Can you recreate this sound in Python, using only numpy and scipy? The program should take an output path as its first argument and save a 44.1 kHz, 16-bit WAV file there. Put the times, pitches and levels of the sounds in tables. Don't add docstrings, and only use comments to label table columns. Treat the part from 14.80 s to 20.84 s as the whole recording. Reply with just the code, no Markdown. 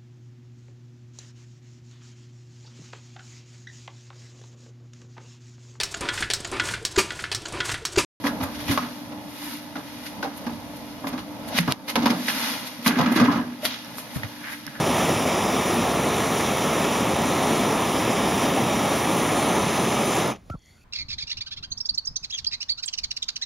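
import sys
import numpy as np
from scipy import signal
from scipy.fft import rfft, irfft, next_fast_len
from scipy.io import wavfile
from scipy.ndimage import uniform_filter1d

SR = 44100
rng = np.random.default_rng(int(sys.argv[2]) if len(sys.argv) > 2 else 0)


def wrap_up_sound(samples):
    columns = np.atleast_2d(samples).T
    tamed = np.clip(columns, -1, 1)
    steps = np.round(tamed * 32767).astype(np.int16)
    wavfile.write(sys.argv[1], SR, steps)


N = 266364
T = np.arange(N) / SR
SIZE = next_fast_len(N)
HZ = np.maximum(np.arange(SIZE // 2 + 1) * SR / SIZE, 1)
TOP_HZ = 15780


def undb(db):
    return 10 ** (np.asarray(db) / 20)


def level(x, db):
    return x * undb(db) / np.sqrt(np.mean(x ** 2))


def to_spectrum(x):
    return rfft(x, SIZE)


def to_wave(spectrum):
    return irfft(spectrum, SIZE)[..., :N]


def across(table):
    hz, *columns = np.transpose(table)
    return [np.interp(np.log(HZ), np.log(hz), column) for column in columns]


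def bell(hz, width):
    return np.exp(-np.log(2) * (2 * (HZ - hz) / width) ** 2)


def swell(full_s, rise_s, fade_s):
    spread_s = np.where(T < full_s, rise_s, fade_s)
    return np.exp(-.5 * ((T - full_s) / spread_s) ** 2)


def walk(rate):
    k = int(SR / rate)
    steps = np.repeat(rng.standard_normal(N // k + 1), k)
    smooth = uniform_filter1d(uniform_filter1d(steps, k), k)[:N]
    return smooth / smooth.std()


# f/Hz, left lags/rad, unrelated share (0-1), left minus right/dB
PORT_DIFFERENCES = [(100, 0, .0005, -0.9), (180, 0, 0, 0.4), (300, -0.045, 0, 1.2), (590, 0.39, 0.02, 0),
                    (770, -0.0094, 0.02, -1.5), (1140, 0.12, 0.03, -1.5), (1260, 0, 0, -1), (1500, 0, 0, 0),
                    (2650, 0, 0, 0), (2960, 0.0074, 0, -0.5), (3480, -0.0038, 0.02, 0.5),
                    (4370, 0.3, 0, -0.5), (5100, 0, 0, -1.5), (6200, 0, 0, 0.5), (6350, 0, 0, 0),
                    (6830, 0, 0, 0), (6960, -0.87, 0.13, -3), (7480, -1.87, 0, 1.5), (7800, -np.pi, 0, 0),
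                    (8550, -np.pi, 0, 0), (9050, -1.99, 0, 0), (10570, 0.22, 0.28, 0), (11050, 0, .002, 0),
                    (13050, 0, .003, 0), (13700, .1, .08, 0), (13850, .9, .4, 0), (15700, 2, .45, 0)]


def ports(x, unrelated=0):
    rad, share, pan_db = across(PORT_DIFFERENCES)
    share = np.clip(share, 0, 1)
    sides = np.array([[.5], [-.5]])
    common = to_spectrum(x) * undb(sides * pan_db) * np.exp(-1j * sides * rad)
    separate = to_spectrum(unrelated + np.zeros((2, N)))
    return np.sqrt(1 - share) * common + np.sqrt(share) * separate


# t/s, lift (-1 to 1), turn (-1 to 1)
HAND_MOVEMENT = [(0, 0.39, 0.1), (.6, -0.72, 0.67), (1.35, 0.82, -0.1), (2., -.4, 0.32), (2.6, 0.43, -0.21),
                 (3.35, -0.58, 0.27), (4., 0.019, 0.47), (4.6, .2, -0.94), (5.15, -1, -1)]
# f/Hz, width/Hz, gain change per lift, gain change per turn
MOVED_BANDS = [(4230, 450, 0.34, -0.35), (5070, 440, -0.39, 0.15), (5800, 400, 0, .3),
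               (6220, 350, -0.1, -0.74), (7100, 270, -0.14, -0.29), (9670, 510, 0.11, -.45),
               (10400, 450, -0.15, .1), (10950, 400, 0.069, .3), (11600, 450, 0, -.45),
               (12050, 350, .25, 0), (12450, 300, -.25, -.1), (13100, 600, .2, .4), (14200, 500, 0, .25)]


def moved(x):
    s, *hand = np.transpose(HAND_MOVEMENT)
    hz, width, *changes = np.transpose(MOVED_BANDS)
    bands = np.array([bell(*b) for b in zip(hz, width)])
    spectrum = to_spectrum(x)
    return x + sum(np.interp(T, s, h) * to_wave(spectrum * (c @ bands)) for h, c in zip(hand, changes))


ROAR_TOP_HZ = 900
TREBLE_FALL_PER_OCTAVE = 0.034
BASS_FALL_PER_OCTAVE = 0.058
JET_FALL, JET_HZ = .5, 7800


def fall_share(centre):
    octaves = np.log2(centre / ROAR_TOP_HZ)
    share = 1 + TREBLE_FALL_PER_OCTAVE * max(octaves, 0)
    share += JET_FALL / (1 + (JET_HZ / centre) ** 10)
    return share - BASS_FALL_PER_OCTAVE * max(-octaves, 0)


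# f/Hz, relative spectral level/dB
TORCH_COLOUR = [(25, -62), (40, -32), (60, -13.5), (120, -5), (210, 0), (500, -4), (850, -5), (1200, -8.5),
                (1800, -14.5), (3750, -18), (4200, -25), (7500, -23), (8600, -21.5), (10750, -25),
                (11300, -32), (16000, -35)]
# f/Hz, width/Hz, level/dB
TUBE_BANDS = [(480, 27, -3.5), (1523, 196, -7.5), (2270, 210, 2), (2820, 110, -2), (4780, 220, -6),
              (5120, 230, 3.5), (5866, 380, 6), (6850, 270, -5.5), (7390, 630, 4), (7910, 490, -14),
              (9350, 1100, 2.5), (12200, 350, 2.5), (13050, 350, 3), (13600, 400, -2), (14250, 400, 4)]
# t/s, level/dB of the roar
GAS_FLOW = [(.2, 0.8), (.75, 0.5), (1.25, -0.4), (1.75, 0.5), (2.25, -0.1), (2.8, 0.1), (3.25, .5),
            (4.2, 0.45), (4.8, 0), (5.42, 0.5), (5.46, -1), (5.48, -2), (5.52, -5.5), (5.54, -10.5),
            (5.548, -18), (5.563, -22), (5.57, -26), (5.6, -36), (5.66, -47), (5.75, -72)]
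GUST_DB, GUST_HZ, GUST_OCTAVES = 0.67, 232, 1.15
SPUTTER_DB, RAGGED_DB = 1.5, 2


def torch():
    flow_db = np.interp(T, *np.transpose(GAS_FLOW))
    colour_db = across(TORCH_COLOUR)[0] + sum(db * bell(hz, width) for hz, width, db in TUBE_BANDS)
    unevenness_db = 0.5 * walk(300) + 0.15 * walk(70)
    eddies = rng.standard_normal((3, N)) * undb(unevenness_db)
    both = ports(eddies[0], eddies[1:]) * undb(colour_db)
    gust = walk(24.07)
    starving = np.clip((-1 - flow_db) / 7, 0, 1)
    sputter = SPUTTER_DB * starving * walk(70)
    waver, out = walk(12), 0
    for step in range(29):
        centre = 31 * 2 ** (step / 3)
        band = np.clip(1 - 3 * np.abs(np.log2(HZ / centre)), 0, 1)
        waver = 0.88 * waver + 0.6 * walk(12)
        gust_share = np.exp(-(np.log2(centre / GUST_HZ) / GUST_OCTAVES) ** 2)
        db = fall_share(centre) * flow_db + sputter
        db = db + GUST_DB * gust * gust_share + RAGGED_DB * starving * walk(45)
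        db = db + 0.37 * waver + 0.6 * walk(30.03) + 0.22 * walk(1.66)
        out = out + undb(db) * to_wave(both * band)
    return level(moved(out), -22.0)


WIDER_FROM_S, WIDENING_TAKES_S = 5.44, 0.036


def widening():
    return np.clip((T - WIDER_FROM_S) / WIDENING_TAKES_S, 0, 1)


# f/Hz, relative spectral level/dB
ROOM_COLOUR = [(30, -6), (50, -3), (88, -5), (200, -9), (400, -21), (600, -23), (1000, -29), (1700, -31.5),
               (3000, -36), (7000, -38), (10500, -42), (12000, -49), (16000, -53.5)]
# f/Hz, level/dB against air noise of the same colour
ROOM_DIFFERENCE = [(60, -14), (150, -19), (270, -15), (420, -4), (800, -2), (1200, -4), (1650, -5),
                   (2100, -8), (2600, -24), (4000, -40)]
ROOM_DB = -51.5


def room():
    colour = undb(across(ROOM_COLOUR)[0]) * np.minimum(HZ / 40, 1) ** 3
    noise = to_wave(to_spectrum(rng.standard_normal((4, N))) * colour)
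    air = level(noise * undb(3.3 * walk(12)), ROOM_DB)
    apart = to_spectrum(air[3] * widening()) * undb(across(ROOM_DIFFERENCE)[0])
    return to_wave(ports(air[0], 3.0 * air[1:3]) + apart * np.array([[1], [-1]]))


# f/Hz, left lags/rad, left minus right/dB
LOW_WIDTH = [(45, .1, 0), (150, .25, 0), (270, .4, 0), (420, .55, 0), (600, .4, -1.5), (800, .7, -1.5),
             (1350, .95, 0), (1650, .4, -1), (2000, .03, -.7), (2400, -.2, 0), (2800, -.25, 0),
             (3500, -.05, 0), (4000, 0, 0)]


def widened(x):
    rad, pan_db = across(LOW_WIDTH)
    late = x.mean(axis=0) * widening()
    side_ratio = np.tanh(np.log(undb(pan_db / 2)) - .5j * rad)
    side = to_wave(to_spectrum(late) * side_ratio)
    return x + np.array([side, -side])


# t/s, peak level/dB, centre f/Hz, width/octaves, t60/s of the added decay
VALVE_TICKS = [(5.476, -26, 8500, 1.7, 0.018), (5.5605, -41, 2600, 2.2, .012),
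               (5.562, -46, 7000, 1.2, .014), (5.571, -49, 3800, 1.2, .014), (5.698, -41, 2800, 1.3, .02),
               (5.7012, -42, 6500, 1.8, .012), (5.7017, -36.5, 2100, 1.5, .01), (5.705, -55, 2700, .5, .08),
               (5.706, -52, 6000, .9, .09), (5.72, -52, 4000, .8, .01), (5.721, -55, 6900, .5, .06),
               (5.791, -55, 6900, .4, .02), (5.82, -60, 5900, .15, .04), (5.852, -57, 6800, .5, .014),
               (5.859, -49, 6000, .7, .014), (5.872, -59, 6300, .6, .014), (5.98, -56, 1200, 1.2, .02),
               (6.017, -58, 2500, .25, .03)]


def ticks():
    out, t = np.zeros(N), np.arange(3000) / SR
    noises = rng.standard_normal((len(VALVE_TICKS), len(t)))
    for (s, db, hz, octaves, t60), noise in zip(VALVE_TICKS, noises):
        half_width = 2 ** (octaves / 2)
        edges = [hz / half_width, min(hz * half_width, TOP_HZ)]
        sos = signal.butter(2, edges, "band", fs=SR, output="sos")
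        burst = signal.sosfilt(sos, noise) * np.exp(-np.log(1000) * t / t60)
        i = int(s * SR)
        out[i:i + len(t)] += (undb(db) * burst / np.abs(burst).max())[:N - i]
    return out


# t/s, level/dB before the envelope, start f/Hz, rise/s, t60/s
FLAME_PUFFS = [(5.6996, -22.5, 696, 0.00085, 0.018), (5.7014, -25, 330, .001, .02),
               (5.704, -18, 140, .005, 0.08), (5.739, -36, 800, .001, .016),
               (5.7413, -11, 235, 0.011, 0.031), (5.7495, -30, 520, .0007, .012),
               (5.7515, -41, 950, .0007, .014), (5.7523, -24.5, 165, .001, .04),
               (5.7605, -31, 75, .002, .07)]
PUFF_HALVES_S = .02


def puffs():
    out = np.zeros(N)
    for s, db, hz, rise, t60 in FLAME_PUFFS:
        t = np.clip(T - s, 0, 2 * t60)
        turns = hz * PUFF_HALVES_S / np.log(2) * (1 - 2 ** (-t / PUFF_HALVES_S))
        envelope = (1 - np.exp(-t / rise)) * np.exp(-np.log(1000) * t / t60)
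        out -= undb(db) * envelope * np.sin(2 * np.pi * turns)
    return out


# t/s, f/Hz, rms level/dB before the roughness
WHISTLE_GLIDE = [(5.697, 1197, -62), (5.7, 1230, -38), (5.707, 1300, -47), (5.717, 1390, -43),
                 (5.732, 1345, -39.5), (5.742, 1350, -43), (5.748, 1300, -54), (5.752, 1170, -51),
                 (5.759, 1140, -54), (5.769, 1080, -66)]
WHISTLE_ROUGH, WHISTLE_BREAKS_S = .7, 5.746


def whistle():
    s, hz, db = np.transpose(WHISTLE_GLIDE)
    gain = np.sqrt(2) * undb(np.interp(T, s, db, left=-200, right=-200))
    roughness = np.clip(.15 + WHISTLE_ROUGH * (T > WHISTLE_BREAKS_S), 0, 1)
    gain = gain * (1 + roughness * walk(500))
    return gain * np.sin(2 * np.pi * np.cumsum(np.interp(T, s, hz)) / SR)


# f/Hz, width/Hz, relative level/dB before the envelope,
# share of the pitch rise (0-1), fullest at t/s, swell/s, fade/s
SEEPING_BANDS = [(1400, 300, -2, .5, 5.985, .04, .05), (2080, 380, 3.5, .5, 5.91, .055, .05),
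                 (2500, 350, -1, .3, 6.01, .03, .05), (3350, 450, -3, .1, 5.9, .1, 0.076),
                 (4460, 220, -1, .08, 5.97, .13, 0.069), (7000, 600, -5, .2, 5.92, .07, .11),
                 (8800, 500, -9, .2, 5.92, .07, .11)]
SEEP_DB = -66.5
SEEP_FULL_S, SEEP_SWELL_S, SEEP_FADE_S = 5.92, 0.07, 0.13
SEEP_RISE_PER_S = .5
SEEP_STEADY = 1
SEEP_BROKEN_DB, SEEP_WAVER = 1.2, 0.0072


def seep():
    ratio = np.maximum(1 + SEEP_RISE_PER_S * (T - SEEP_FULL_S), .5)
    hiss = to_wave(to_spectrum(rng.standard_normal(N)) * bell(6500, 11000))
    gas = level(hiss, 0.5) * swell(SEEP_FULL_S, SEEP_SWELL_S, SEEP_FADE_S)
    for hz, width, db, share, *times in SEEPING_BANDS:
        slow = to_wave(to_spectrum(rng.standard_normal((2, N))) * bell(0, width))
        pitch = hz * ratio ** share * (1 + SEEP_WAVER * walk(30))
        phase = 2 * np.pi * np.cumsum(pitch) / SR
        tone = (slow[0] + SEEP_STEADY * slow.std()) * np.cos(phase) + slow[1] * np.sin(phase)
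        gas = gas + level(tone, db) * swell(*times) * undb(SEEP_BROKEN_DB * walk(50))
    return gas * undb(SEEP_DB + 1.5 * walk(35))


def scene():
    shut_off = to_wave(ports(ticks() + puffs() + whistle()))
    return widened(torch() + shut_off) + room() + to_wave(ports(seep()))


def record(dry):
    return signal.sosfilt(signal.ellip(16, .3, 90, TOP_HZ, fs=SR, output="sos"), dry)


dry = scene()
out = record(dry)
wrap_up_sound(out)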